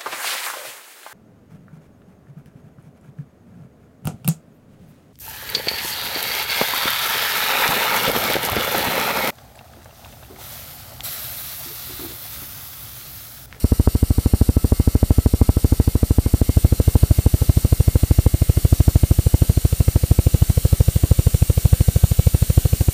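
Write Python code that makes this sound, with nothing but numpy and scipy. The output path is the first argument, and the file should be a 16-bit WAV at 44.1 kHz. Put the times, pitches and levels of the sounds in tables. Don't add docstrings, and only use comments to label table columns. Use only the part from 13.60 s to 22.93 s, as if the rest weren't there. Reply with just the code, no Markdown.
import sys
import numpy as np
from scipy import signal
from scipy.fft import rfft, irfft, next_fast_len
from scipy.io import wavfile
from scipy.ndimage import uniform_filter1d, map_coordinates

SR = 44100
rng = np.random.default_rng(int(sys.argv[2]) if len(sys.argv) > 2 else 0)


def inscribe(sig):
    pcm = np.round(np.clip(np.atleast_2d(sig).T, -1, 1) * 32767)
    wavfile.write(sys.argv[1], SR, pcm.astype(np.int16))


N = 411453
TIME = np.arange(N) / SR


def amp(db):
    return 10 ** (np.asarray(db) / 20)


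def unit(x):
    return x / np.sqrt(np.mean(x ** 2) + 1e-20)


def curves(rows, when):
    times, *columns = np.transpose(rows)
    return [np.interp(when, times, column) for column in columns]


def wobble(rate):
    return map_coordinates(rng.standard_normal(int(N * rate / SR) + 4), [TIME * rate])


def filtered(x, response):
    size = next_fast_len(N + SR // 2)
    return irfft(rfft(x, size) * response(np.fft.rfftfreq(size, 1 / SR)), size)[:N]


def coloured(x, spectrum):
    hz, db = np.transpose(spectrum)
    return filtered(x, lambda f: amp(np.interp(np.log(f + 1), np.log(hz), db)))


def rush(spectrum):
    return unit(coloured(rng.standard_normal(N), spectrum))


def resonance(hz, width_hz):
    peak = lambda f: 1j * f * width_hz / (hz * hz - f * f + 1j * f * width_hz)
    return unit(filtered(rng.standard_normal(N), peak))


def workshop(db=-40):
    # frequency in Hz, relative level in dB.
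    rumble = [(15, -14), (30, 14), (70, -1.5), (130, 1), (200, -4), (300, -11), (500, -11.5), (720, -11),
              (1000, -23), (2000, -47), (6000, -73)]
    return amp(db) * rush(rumble)


def sheets(db=1, width_hz=7):
    # pitch in Hz, then relative level in dB early, midway and late in the seam.
    modes = [(1156, -63, -64, -63), (1312, -56, -60, -61), (1545, -70, -67, -60), (1948, -65, -63, -69),
             (2130, -58, -55, -63), (2272, -70, -64, -59), (2779, -70, -67, -62)]
    moments_s = [1.2, 4.7, 8.2]
    return sum(amp(db + np.interp(TIME, moments_s, levels)) * resonance(hz, width_hz)
               for hz, *levels in modes)


def turbulence(jet, depth_db=1.2):
    bands = signal.stft(jet, nperseg=1024)[2]
    swell = uniform_filter1d(rng.standard_normal(bands.shape), size=4, axis=0)
    swell = unit(uniform_filter1d(swell, size=8, axis=1))
    return unit(signal.istft(bands * amp(depth_db * swell), nperseg=1024)[1][:N])


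def gas(jet_db=6.5, nozzle_db=-3, flutter_db=0.39):
    # time in seconds, then relative levels in dB of jet, whistle and sizzle.
    balance = [(0, -41, -42.5, -47), (2.6, -41, -42.5, -42), (3.2, -39.7, -41, -39),
               (6.5, -40, -39.5, -37.5), (9.33, -39, -37.7, -34.5)]
    # frequency in Hz, relative level in dB.
    start_colour = [(800, -8), (1700, -6), (2400, -7.5), (2850, -0.5), (3300, -6.5), (4300, 3), (5100, 1),
                    (5800, 0.5), (6500, -5), (7600, 0.5), (8700, 2.5), (10300, 0), (12000, 2), (13200, 2.5),
                    (15500, -0.5)]
    end_colour = [(800, -12.5), (1700, -2), (2400, -3), (2850, 3.5), (3300, 0.5), (4200, 4.5), (5100, 0.5),
                  (5900, 3.5), (6450, 5), (7400, 5.5), (8700, 4.5), (10200, 3.5), (12000, 4), (13200, 3),
                  (15500, -1)]
    # centre in Hz, width in Hz, gain in dB.
    notches = [(5070, 170, -4), (6400, 190, -5), (9500, 200, -2), (10260, 150, -4), (13350, 250, -2.5)]
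    dips = lambda f: amp(sum(db * np.exp(-((f - hz) / width) ** 2) for hz, width, db in notches))
    jet_level, whistle_level, sizzle_level = curves(balance, TIME)
    travel = TIME / TIME[-1]
    jet = np.sqrt(1 - travel) * rush(start_colour) + np.sqrt(travel) * rush(end_colour)
    hiss = amp(jet_level + jet_db) * filtered(turbulence(jet), dips)
    whistle = amp(whistle_level + nozzle_db) * resonance(hz=8915, width_hz=190)
    sizzle = amp(sizzle_level + nozzle_db) * resonance(hz=14480, width_hz=700)
    return (hiss + whistle + sizzle) * amp(flutter_db * wobble(16))


def choke(overload, linger=2.5, linger_s=0.0037):
    smeared = filtered(overload, lambda f: np.exp(-.5 * (2 * np.pi * f * linger_s) ** 2))
    return 1 / (1 + overload + abs(linger * smeared) / 2)


def swirl(age, db=-25, decay_s=0.013, rise_s=0.0012, uneven_db=3):
    # frequency in Hz, relative level in dB.
    colour = [(40, -26), (120, 3.5), (200, 2), (330, -4.5), (500, -5.5), (700, -16), (1500, -24),
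              (4000, -75)]
    since = np.maximum(age, 0)
    envelope = (1 - np.exp(-since / rise_s)) * np.exp(-since / decay_s)
    return amp(db + uneven_db * wobble(13)) * envelope * rush(colour)


def spit(laser_on):
    # time in seconds, level in dB.
    levels = [(0, -51), (2.8, -38.5), (4, -34), (6, -33), (9.33, -30.5)]
    # frequency in Hz, relative level in dB.
    colour = [(300, 15), (700, 11), (1400, -6.5), (2400, 8), (3500, 2), (8000, -8), (15000, -11)]
    return amp(curves(levels, TIME)[0]) * laser_on * rush(colour)


def puffs(first_s=.0437, period_s=.077003, cool_s=0.0018, scatter_db=1.33, size_db=1.3, sag=0.091):
    # time in seconds, dB over the ceiling.
    heat = [(0, 12), (2.2, 11.5), (3.6, 7), (5.6, 7.5), (6.9, 4), (7.5, 5.5), (8.2, 2.5), (9.3, 6)]
    # time in seconds, extra drive in dB.
    flares = [(0.275, 4), (1.122, 3.5), (1.43, 4.5), (2.815, 3.5), (3.201, 6.5), (3.355, 3), (3.663, 3.5),
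              (4.356, 3), (4.664, 3.5), (5.357, 4), (5.742, 4), (6.589, 5), (7.59, 2)]
    # time in seconds, length of a flash in seconds.
    flash_lengths = [(0, 0.00583), (3.2, 0.00538), (9.33, 0.00491)]
    starts = np.arange(first_s, N / SR, period_s)
    heat_jitter, size_jitter = rng.standard_normal((len(starts), 2)).T
    heat_db = curves(heat, starts)[0] + scatter_db * heat_jitter
    for flare_s, extra_db in flares:
        heat_db[np.argmin(abs(starts - flare_s))] += extra_db
    pulse = np.maximum(np.searchsorted(starts, TIME) - 1, 0)
    age = TIME - starts[pulse]
    flash_s = curves(flash_lengths, starts)[0][pulse]
    laser_on = (age > 0) & (age < flash_s)
    pressure = amp(heat_db)[pulse] * np.clip(age / flash_s, 0, 1)
    beyond = pressure ** 20 / (1 + pressure ** 20)
    limited = pressure / (1 + pressure ** 20) ** (1 / 20) * (1 - sag * beyond)
    cooling = np.exp(-np.maximum(age - flash_s, 0) / cool_s)
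    clipped = -limited * cooling * amp(size_db * size_jitter)[pulse]
    overload = np.maximum(pressure - 1, 0) * laser_on
    return clipped, overload, laser_on, age


def thumps(pressure, db=5.5, leak_hz=118, edge_hz=1300, low_cut_hz=48, bass_hz=90, fuller_from_s=2.93):
    # frequency in Hz, gain in dB.
    thin = [(30, 5.5), (70, 3.5), (150, 0), (300, 1), (480, 1.5), (900, 1.5), (2000, 3.5)]
    full = [(30, 5.5), (70, 1.5), (130, -0.5), (190, 2), (270, -2), (520, 6.5), (850, -2), (1400, 3.5),
            (2500, 3.5)]
    passband = lambda f: 1j * f / (1j * f + leak_hz) / (1 + 1j * f / edge_hz)
    low_cut = lambda f: f ** 4 / (f ** 4 + low_cut_hz ** 4)
    thump = filtered(pressure, lambda f: passband(f) * low_cut(f))
    bass = filtered(thump, lambda f: 1j * f / bass_hz * np.exp(.5 - .5 * (f / bass_hz) ** 2))
    return amp(db) * np.where(TIME < fuller_from_s, coloured(thump, thin), coloured(thump + bass, full))


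def scene():
    pressure, overload, laser_on, age = puffs()
    bed = gas() + sheets() + workshop()
    return (thumps(pressure) + spit(laser_on) + swirl(age) + bed * choke(overload))[None]


def record(dry, top_hz=15350):
    rounded = dry[0] / (1 + abs(dry[0]) ** 10) ** (1 / 10)
    return filtered(rounded, lambda f: f < top_hz)[None]


dry = scene()
out = record(dry)
inscribe(out)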